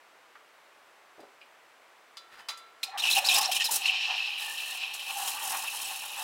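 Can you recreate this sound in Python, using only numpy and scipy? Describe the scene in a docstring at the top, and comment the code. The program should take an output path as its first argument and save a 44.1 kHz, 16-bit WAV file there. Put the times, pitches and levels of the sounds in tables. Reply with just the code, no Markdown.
"""Steam wand frothing milk

A steam wand froths milk in a steel jug in a kitchen, close up and nearly mono.
Filtered clatter and decaying steel modes knock; gated noise and darting resonances spit and hiss.
Clicks and short pips rattle as steam bubbles collapse in cold milk; clicks and noise drum on the jug's air.
Wobbling sines make large bubbles, filtered noise the quiet background, sparse echoes the kitchen."""
import sys
import numpy as np
from scipy import signal
from scipy.fft import rfft, irfft
from scipy.io import wavfile
from scipy.ndimage import uniform_filter1d, map_coordinates

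SR = 44100
rng = np.random.default_rng(int(sys.argv[2]) if len(sys.argv) > 2 else 0)


def wrap_up_sound(samples):
    """Save the sound to the file named by the first command line argument, as 16-bit audio."""
    columns = np.atleast_2d(samples).T
    # keep every value between -1 and 1, then stretch to whole-number steps
    tamed = np.clip(columns, -1, 1)
    steps = np.round(tamed * 32767).astype(np.int16)
    wavfile.write(sys.argv[1], SR, steps)


N = 274743
T = np.arange(N) / SR
HZ = np.fft.rfftfreq(4096, 1 / SR)


def amp(db):
    """Decibels to gain."""
    return 10 ** (np.asarray(db) / 20)


def evened(x):
    """Scales to rms 1."""
    return x / np.sqrt(np.mean(x ** 2) + 1e-20)


def read(points, hz):
    """Interpolates a table on a log-frequency axis."""
    f, value = np.transpose(points)
    return np.interp(np.log(hz + 1), np.log(f + 1), value)


def add(mix, s, sound):
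    """Mixes a sound in at time s."""
    part = mix[round(s * SR):][:len(sound)]
    part += sound[:len(part)]


def colour(x, db):
    """Minimum-phase filter shaped by dB on the HZ grid; the result has rms 1."""
    log_gain = np.log(amp(np.r_[db, db[-2:0:-1]]) + 1e-5)
    taps = np.fft.ifft(np.exp(np.conj(signal.hilbert(log_gain)))).real
    causal_taps = taps[:len(taps) // 2]
    return evened(signal.oaconvolve(x, causal_taps)[:len(x)])


def noise():
    """White noise over the whole scene."""
    return rng.standard_normal(N)


def wander(rate_hz):
    """Smooth random drift of rms 1, mostly slower than the given rate."""
    keep = 1 / (1 + (np.fft.rfftfreq(N, 1 / SR) / rate_hz) ** 4)
    return evened(irfft(rfft(noise()) * keep, N))


def flutter(rate_hz, depth_db):
    """Random gain of mean power 1."""
    return evened(amp(depth_db * 2 * np.tanh(wander(rate_hz) / 2)))


def swells(rows):
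    """Gain of bell-shaped swells, from rows of middle, half length and dB."""
    return sum(amp(db) * np.exp(-((T - s) / half) ** 2) for s, half, db in rows)


def pops(per_s, spread_db):
    """Random clicks of uneven size and sign, rms 1."""
    size = amp(spread_db * np.minimum(rng.exponential(1, N), 3))
    sign = rng.choice([-1, 1], N)
    return evened(size * sign * (rng.random(N) < per_s / SR))


def squelch(centre_hz, octaves, width_hz):
    """A pocket swells and shrinks, so its narrow-band resonance darts up and down."""
    hz = centre_hz * 2 ** (octaves * np.tanh(wander(rate_hz=52)))
    return evened(wander(width_hz / 2) * np.cos(2 * np.pi * np.cumsum(hz) / SR))


def slosh(x, depth, rate_hz):
    """The milk heaves, so the resonances above it drift a little up and down."""
    positions = np.arange(N) + np.cumsum(depth * wander(rate_hz))
    return map_coordinates(x, [positions], order=3, mode="mirror")


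# Air above the milk. Each row: resonance in Hz, width in Hz, boost in dB.
JUG_AIR_MODES = [(1755, 115, 6.5), (2595, 110, 5.5), (3694, 74, 5.5), (4090, 174, 8), (4760, 130, -1.5),
                 (5360, 310, 6)]


def in_jug(x, points):
    """A source's own colour, boosted at the resonances of the air in the jug."""
    air_db = sum(db / (1 + ((HZ - hz) / width) ** 2) for hz, width, db in JUG_AIR_MODES)
    return colour(x, read(points, HZ) + air_db)


# Kitchen noise spectrum. Each row: frequency in Hz, relative density in dB per Hz.
QUIET_COLOUR = [(30, -42), (100, -25.5), (200, -19.5), (330, -9), (600, -3), (1150, -2), (2200, -6),
                (5000, -18), (15500, -29)]
# Faint wide background noise. Each row: frequency in Hz, relative density in dB per Hz.
SIDE_NOISE_SPECTRUM = [(30, -9), (150, -10), (260, -6), (450, -35), (2500, -17), (6000, -8), (15000, -1.5)]
QUIET_DB, SIDE_NOISE_DB = -58.5, -75.5
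WHINE_HZ, WHINE_PEAK_DB = 8000, -82.5


def background():
    """Steady filtered noise, a faint electronic sine whine and faint wide noise, opposite in left and right."""
    quiet = amp(QUIET_DB) * colour(noise(), read(QUIET_COLOUR, HZ))
    whine = amp(WHINE_PEAK_DB) * np.sin(2 * np.pi * WHINE_HZ * T)
    side_noise = amp(SIDE_NOISE_DB) * colour(noise(), read(SIDE_NOISE_SPECTRUM, HZ))
    return quiet + whine + side_noise * np.array([[1], [-1]])


# Jug wall modes. Each row: frequency in Hz, level in dB, t60 in seconds.
STEEL_MODES = [(1146, 3, 0.053), (1346, -6.5, 0.84), (2035, -14, 0.4), (2190, -7, 0.25), (3025, -3, 0.18),
               (3520, 0, 0.21), (3983, 1, 0.17), (4240, -6, 0.18), (4765, -1, 0.2), (4900, 9, 0.044)]


def steel(t):
    """The ring of the jug wall after a blow: a sum of decaying modes."""
    return sum(amp(db - 60 * t / t60) * np.sin(2 * np.pi * hz * t) for hz, db, t60 in STEEL_MODES)


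# Knocks of jug, wand and valve.
# Each row: start in seconds, level in dB, centre in Hz, width in octaves, clatter t60 in seconds.
KNOCK_EVENTS = [(0.354, -45.5, 1470, 0.5, 0.08), (1.18, -53, 480, 0.78, 0.13),
                (1.192, -48.5, 510, 0.8, 0.19), (1.232, -45.5, 510, 0.67, 0.086),
                (1.203, -61.5, 8050, 0.65, 0.068), (1.413, -50, 2580, 0.22, 0.13),
                (2.17, -44, 4320, 0.71, 0.097), (2.486, -33, 3990, 0.96, 0.13),
                (2.487, -39, 1220, 0.51, 0.18), (2.574, -51, 8450, 0.46, 0.1),
                (2.83, -32.5, 2580, 0.26, 0.031)]
# The jug rubs against the wand. Each row: middle in seconds, half length in seconds, drive in dB.
RUB_SWELLS = [(2.335, 0.02, -54.5), (2.395, 0.035, -52)]
# The rubbed wall sings on one mode. Each row: middle in seconds, half length in seconds, level in dB.
SING_SWELLS = [(2.44, 0.049, -60)]
SING_HZ = 3025
# hard, bright blows ring the steel fully; duller ones ring it less
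RING_DB, RING_HZ, RING_DB_PER_OCTAVE = -5.5, 4060, 20
SCRAPE_COLOUR = [(200, -20), (1600, 3.5), (5000, -15.5), (14000, -25)]  # Hz, relative dB per Hz


def handling():
    """Each knock is a short clatter plus ringing steel; sliding rubs the same modes."""
    out, t = np.zeros(N), np.arange(SR // 2) / SR
    ring = steel(t)
    onset = 1 - np.exp(-t / 0.00026)
    for s, db, hz, octaves, t60 in KNOCK_EVENTS:
        skirts = (np.log2((HZ + 1) / hz) / octaves) ** 4
        treble_loss = (HZ / hz / 0.99) ** 2
        band_db = -15 * np.log10(1 + skirts + treble_loss)
        clatter = colour(rng.standard_normal(len(t)), band_db) * amp(-60 * t / t60)
        ring_db = RING_DB + RING_DB_PER_OCTAVE * min(np.log2(hz / RING_HZ), 0)
        add(out, s, amp(db) * (clatter + amp(ring_db) * ring) * onset)
    rub = pops(per_s=1700, spread_db=-1.5)
    rubbed_steel = evened(signal.oaconvolve(rub, ring)[:N])
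    scrape = amp(-11.5) * rubbed_steel + amp(1.5) * colour(rub, read(SCRAPE_COLOUR, HZ))
    singing = evened(np.sin(2 * np.pi * SING_HZ * T))
    return out + scrape * swells(RUB_SWELLS) + singing * swells(SING_SWELLS)


# The milk heaves and gulps air. Each row: middle in seconds, half length in seconds, level in dB.
GULP_SWELLS = [(2.86, 0.036, -52), (2.98, 0.051, -41.5), (3.19, 0.17, -40.5), (3.37, 0.085, -35),
               (3.9, 0.14, -49.5), (4.13, 0.035, -37), (4.95, 0.012, -45.5), (5.26, 0.049, -42),
               (5.53, 0.029, -41.5)]
# Drumming spectrum. Each row: frequency in Hz, relative density in dB per Hz.
CHURN_SPECTRUM = [(50, -32), (300, -32.5), (480, -29.5), (600, -12), (680, -19.5), (775, 5), (880, -0.5),
                  (980, -4), (1120, -2), (1250, -11), (2200, -15), (6000, -100)]
SIMMER_DB = -54  # churn that is always there while steam flows
JET_CHURN_DB = -7  # re jet_level()
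GURGLE_HZ, GURGLE_DB = 786, -5  # wandering air-pocket resonance, level re the gulp


def churn():
    """Bursting air pockets drum on the hollow of the jug, harder with the jet; each gulp adds a gurgle."""
    drive = pops(per_s=500, spread_db=1.5) + amp(8) * noise()
    drive = drive * flutter(rate_hz=18.0, depth_db=4.0)
    gulps = swells(GULP_SWELLS)
    simmer = amp(SIMMER_DB) * valve()
    stirred = amp(JET_CHURN_DB) * jet_level()
    strength = np.sqrt(simmer ** 2 + stirred ** 2 + gulps ** 2)
    drumming = slosh(in_jug(drive, CHURN_SPECTRUM), depth=.02, rate_hz=4.987)
    gurgle = amp(GURGLE_DB) * gulps * squelch(GURGLE_HZ, octaves=0.11, width_hz=77)
    return strength * drumming + gurgle


# Air pushed out ahead of the steam. Each row: middle in seconds, half length in seconds, level in dB.
PUFF_SWELLS = [(2.87, 0.04, -55.5)]
# Wand air spectrum. Each row: frequency in Hz, relative density in dB per Hz.
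WAND_SPECTRUM = [(300, -23), (1400, -6), (4300, -2), (7000, -8), (16000, -20)]
WAND_HZ, WAND_PEAK_DB = 1424, 23  # lowest tube resonance, boost at its overtones


def wand_air():
    """Air hisses through the wand, coloured by the overtones of its tube."""
    overtones_db = WAND_PEAK_DB * np.cos(np.pi * HZ / WAND_HZ) ** 10
    return swells(PUFF_SWELLS) * colour(noise(), read(WAND_SPECTRUM, HZ) + overtones_db)


# Wet spurts of steam. Each row: start in seconds, end in seconds, hiss drive in dB, shriek drive in dB,
# steam-pocket pitch at the start in Hz, pitch at the end in Hz.
SPURT_EVENTS = [(2.83, 2.838, -39, -25.5, 2580, 4600), (2.975, 3.005, -46.5, -29, 3020, 4300),
                (3.019, 3.044, -50, -27.5, 3300, 2800), (3.051, 3.091, -46.5, -26, 3000, 2650),
                (3.097, 3.113, -36.5, -24, 2600, 3200), (3.114, 3.14, -36.5, -24, 4200, 3600),
                (3.148, 3.188, -34, -24, 3300, 2600), (3.243, 3.255, -42, -25.5, 4488, 3800),
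                (3.261, 3.273, -36, -23, 5200, 5700), (3.285, 3.336, -37, -22, 3700, 2700),
                (3.337, 3.388, -32.5, -20.5, 3800, 5400), (3.409, 3.431, -37.5, -26, 5660, 5400),
                (3.435, 3.46, -48, -23.5, 3800, 4900), (3.513, 3.531, -36.5, -23.5, 3177, 2850),
                (3.545, 3.573, -39, -23.5, 4310, 3000), (3.599, 3.629, -56, -27, 3207, 2500),
                (3.641, 3.662, -34, -24, 5600, 3900), (3.708, 3.769, -31.5, -43, 4030, 5500),
                (3.855, 3.881, -55, -28.5, 4240, 2900), (3.889, 3.905, -55, -34, 3125, 2650),
                (4.934, 4.957, -45.5, -45, 2275, 2600), (5.274, 5.288, -37.5, -32.5, 2700, 3600)]
# large, low-pitched pockets collapse hardest
SPURT_RATTLE_DB, SPURT_RATTLE_HZ, RATTLE_DB_PER_OCTAVE = -5, 2850, -13.5


def spurt_gates(rise_s=0.001, fall_s=0.0086):
    """Slugs of water open and choke the nozzle: gains of hiss, shriek and rattle."""
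    gates = np.zeros((3, N))
    for start, end, hiss_db, shriek_db, start_hz, end_hz in SPURT_EVENTS:
        hz = (start_hz + end_hz) / 2
        opening = 1 - np.exp(-np.maximum(T - start, 0) / rise_s)
        choking = np.exp(-np.maximum(T - end, 0) / fall_s)
        rattle_db = shriek_db + SPURT_RATTLE_DB + RATTLE_DB_PER_OCTAVE * np.log2(hz / SPURT_RATTLE_HZ)
        gates = np.maximum(gates, amp([[hiss_db], [shriek_db], [rattle_db]]) * opening * choking)
    return gates


def pocket_pitch():
    """The steam pocket's resonance in Hz glides through each spurt and on to the next."""
    rows = np.array(SPURT_EVENTS)
    return np.interp(T, np.sort(rows[:, :2].ravel()), rows[:, 4:].ravel())


VALVE_S, VALVE_RISE_S = 2.97, 0.078  # the steady flow starts


def valve():
    """How far the steam valve is open, 0-1."""
    return np.clip((T - VALVE_S) / VALVE_RISE_S, 0, 1)


# Jet, loud when the tip nears the surface. 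Each row: time in seconds, drive in dB.
JET_DRIVE = [(3.5, -45.5), (3.78, -40.5), (3.84, -46), (3.93, -57), (4.37, -54), (4.39, -42.5), (4.78, -44),
             (4.79, -50), (4.93, -53.5), (4.95, -49), (5.03, -46.5), (5.29, -32), (5.39, -42.5),
             (5.5, -32.5), (5.69, -40.5), (5.82, -37.5), (6.15, -44.5), (6.2, -39.5)]


def jet_level():
    """Drive gain of the steady jet."""
    return valve() * amp(np.interp(T, *np.transpose(JET_DRIVE)))


# Hiss spectrum. Each row: frequency in Hz, relative density in dB per Hz.
JET_SPECTRUM = [(30, -16.5), (200, -16), (600, -8.5), (1400, -9.5), (1900, -16.5), (3500, -7.5), (4700, -4),
                (5800, 0), (10000, 4), (16000, -2.5)]
# Shriek noise spectrum. Each row: frequency in Hz, relative density in dB per Hz.
SHRIEK_SPECTRUM = [(100, -15.5), (1200, -6.5), (1900, -10), (2600, 8), (4700, 2.5), (5400, 6.5), (9000, 1),
                   (16000, -35)]
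# Steam-pocket spectrum. Each row: frequency in Hz, relative density in dB per Hz.
POCKET_SPECTRUM = [(1500, -14), (2400, 0.5), (6000, -2.5)]
# Low noise that widens the jet. Each row: frequency in Hz, relative density in dB per Hz.
WIDTH_SPECTRUM = [(60, 11), (300, 11), (650, 9.5), (1100, -11), (12000, -88)]


def jet(hiss_gate, shriek_gate):
    """Turbulent steam at the nozzle, with fine spray, and a wet shriek during the spurts."""
    flow = np.hypot(amp(-1.0) * jet_level(), amp(4) * hiss_gate)
    flow = flow * flutter(rate_hz=107, depth_db=2.5)
    spray = np.zeros(N)
    for hz in (7000, 9500, 12500):
        spray += squelch(hz, octaves=0.23, width_hz=48) * flutter(rate_hz=16, depth_db=12)
    hiss = flow * in_jug(noise() + amp(-18.5) * spray, JET_SPECTRUM)

    pockets = squelch(pocket_pitch(), octaves=0.2, width_hz=300)
    chop = flutter(rate_hz=130, depth_db=2.5)
    breath = amp(-9) * in_jug(noise(), SHRIEK_SPECTRUM)
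    cry = amp(-5.5) * in_jug(pockets, POCKET_SPECTRUM)
    shriek = shriek_gate * chop * (breath + cry)

    # a little low noise, opposite in left and right, widens the jet
    width = amp(-52.5) * np.sqrt(flow) * colour(noise(), read(WIDTH_SPECTRUM, HZ))
    return hiss + shriek + np.array([width, -width])


def pips(hz, per_s, cycles):
    """Small bubbles of one size, each sounding for a few cycles."""
    t = np.arange(0, cycles / hz, 1 / SR)
    pip = np.hanning(len(t)) * np.sin(2 * np.pi * hz * t)
    return signal.oaconvolve(pops(per_s, spread_db=2), pip)[:N]


# The rattle surges. Each row: middle in seconds, half length in seconds, drive in dB.
SURGE_SWELLS = [(4.02, .018, -45), (4.15, 0.15, -33), (4.83, 0.042, -36.5), (5.005, 0.015, -37.5),
                (5.1, 0.034, -39.5)]
# Rattle spectrum. Each row: frequency in Hz, relative density in dB per Hz.
COLLAPSE_SPECTRUM = [(50, -61), (300, -46), (1300, -23), (1800, -18), (2200, -14), (2450, -8), (2600, 1),
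                     (3050, 0.5), (3400, -8), (4100, -10.5), (5500, -15), (8000, -26.5), (16000, -61)]
SUNK_S, SINK_S = 3.82, 0.03  # the tip sinks under the milk; a steady rattle takes over from the spurts
COLD_DRIVE_DB, WARM_DRIVE_DB, WARM_UP_S = -30.5, -43, 0.63  # the rattle fades as the milk warms
JET_RATTLE_DB = -9.5  # drive re jet_level()


def collapse(rattle_gate, pips_db=-1, small_db=-8):
    """Steam bubbles implode in the cold milk: a dense rattle with separate pips standing out."""
    drive = pops(per_s=970, spread_db=0.0) + amp(2.5) * noise()
    drive = drive * flutter(rate_hz=15, depth_db=1.5)
    rattle = slosh(in_jug(drive, COLLAPSE_SPECTRUM), depth=.015, rate_hz=5.97)
    singles = evened(sum(pips(hz, per_s=40, cycles=13) for hz in np.geomspace(2520, 3100, 7)))
    small = evened(sum(pips(hz, per_s=30, cycles=14) for hz in np.geomspace(3200, 4200, 5)))

    sunk = (1 + np.tanh((T - SUNK_S) / SINK_S)) / 2
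    cold = sunk * np.exp(-np.maximum(T - SUNK_S, 0) / WARM_UP_S)
    steady = valve() * amp(WARM_DRIVE_DB + (COLD_DRIVE_DB - WARM_DRIVE_DB) * cold)
    steady = steady * flutter(rate_hz=8.2, depth_db=0.87)
    stirred = amp(JET_RATTLE_DB) * jet_level()
    strength = np.sqrt(steady ** 2 + swells(SURGE_SWELLS) ** 2 + rattle_gate ** 2 + stirred ** 2)

    violence = np.minimum(strength / amp(-37), 1) ** .5  # weak collapse gives few loud pips
    singles = singles + amp(small_db) * (1 - cold) * small  # smaller bubbles join as the milk warms
    return amp(-2) * strength * (rattle + amp(pips_db) * violence * singles)


# Large single bubbles. Each row: middle in seconds, half length in seconds, level in dB, pitch in Hz.
BUBBLE_EVENTS = [(2.892, 0.022, -44.5, 767), (2.956, .027, -38.5, 780), (3.04, 0.0045, -19, 2860),
                 (3.179, 0.026, -27.5, 796), (3.229, 0.031, -43.5, 588), (3.396, 0.021, -32, 1104),
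                 (3.412, .016, -29.5, 849), (3.496, .024, -29, 778.5), (3.616, 0.036, -36.5, 1830),
                 (3.695, .014, -31.5, 865), (3.859, 0.0044, -16, 2644), (3.888, 0.0057, -20, 3025),
                 (3.897, .007, -20.5, 2690), (5.175, 0.034, -37, 800), (5.682, 0.018, -33.5, 2620)]


def bubbles(waver=0.045):
    """A large bubble rings briefly, its pitch wobbling as it changes shape."""
    out = np.zeros(N)
    for s, half, db, hz in BUBBLE_EVENTS:
        t = np.arange(-half, half, 1 / SR)
        drift = uniform_filter1d(rng.standard_normal(SR // 4), int(2 * SR / hz))
        wobble = evened(drift)[:len(t)]
        tone = np.sin(2 * np.pi * np.cumsum(hz * (1 + waver * wobble)) / SR)
        add(out, s - half, np.sqrt(2) * amp(db) * np.hanning(len(t)) ** 2 * tone)
    return out


# The tip whistles faintly. Each row: middle in seconds, half length in seconds, level in dB.
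WHISTLE_SWELLS = [(4.5, 0.051, -45), (4.71, 0.058, -45.5)]
WHISTLE_HZ = 1794


def whistle():
    """The submerged tip gives short, wavering whistles."""
    return swells(WHISTLE_SWELLS) * squelch(WHISTLE_HZ, octaves=0.0441, width_hz=83)


# Reverberation. Each row: frequency in Hz, t60 in seconds.
KITCHEN_T60 = [(200, 0.53), (1500, 0.91), (5000, 0.48), (15000, 0.019)]


def kitchen(x, early_db=-8.0, tail_db=-15):
    """Close reflections from jug and machine, then a short tail that dies faster in the high treble."""
    size = SR // 2
    t = np.arange(size) / SR
    taps = rng.standard_normal(size) * (rng.random(size) < 3000 / SR) * (t > .008)
    hz, times, z = signal.stft(taps, SR, nperseg=256)
    decay = amp(-60 * times / read(KITCHEN_T60, hz)[:, None])
    tail = signal.istft(z * decay, SR, nperseg=256)[1][:size]
    early = np.zeros(size)
    delays_s = rng.uniform(.0015, .007, size=10)
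    early[(SR * delays_s).astype(int)] = rng.choice([-1, 1], size=10)
    # small surfaces return mostly treble
    early = signal.lfilter(*signal.butter(1, 2500, "high", fs=SR), early)
    echo = amp(early_db) * early / np.linalg.norm(early) + amp(tail_db) * tail / np.linalg.norm(tail)
    return x + signal.fftconvolve(x, echo[None], axes=1)[:, :N]


def scene():
    """All sources in the kitchen, over its steady quiet background."""
    floor = background()
    hiss_gate, shriek_gate, rattle_gate = spurt_gates()
    sources = handling() + churn() + wand_air() + jet(hiss_gate, shriek_gate)
    sources = sources + collapse(rattle_gate) + bubbles() + whistle()
    return kitchen(sources) + floor


EDGE_HZ = 15900


def record(dry):
    """The recorder's band limit: a linear-phase low-pass."""
    taps = signal.firwin(511, EDGE_HZ, window=("kaiser", 9), fs=SR)
    return signal.oaconvolve(dry, taps[None], "same")


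dry = scene()
out = record(dry)
wrap_up_sound(out)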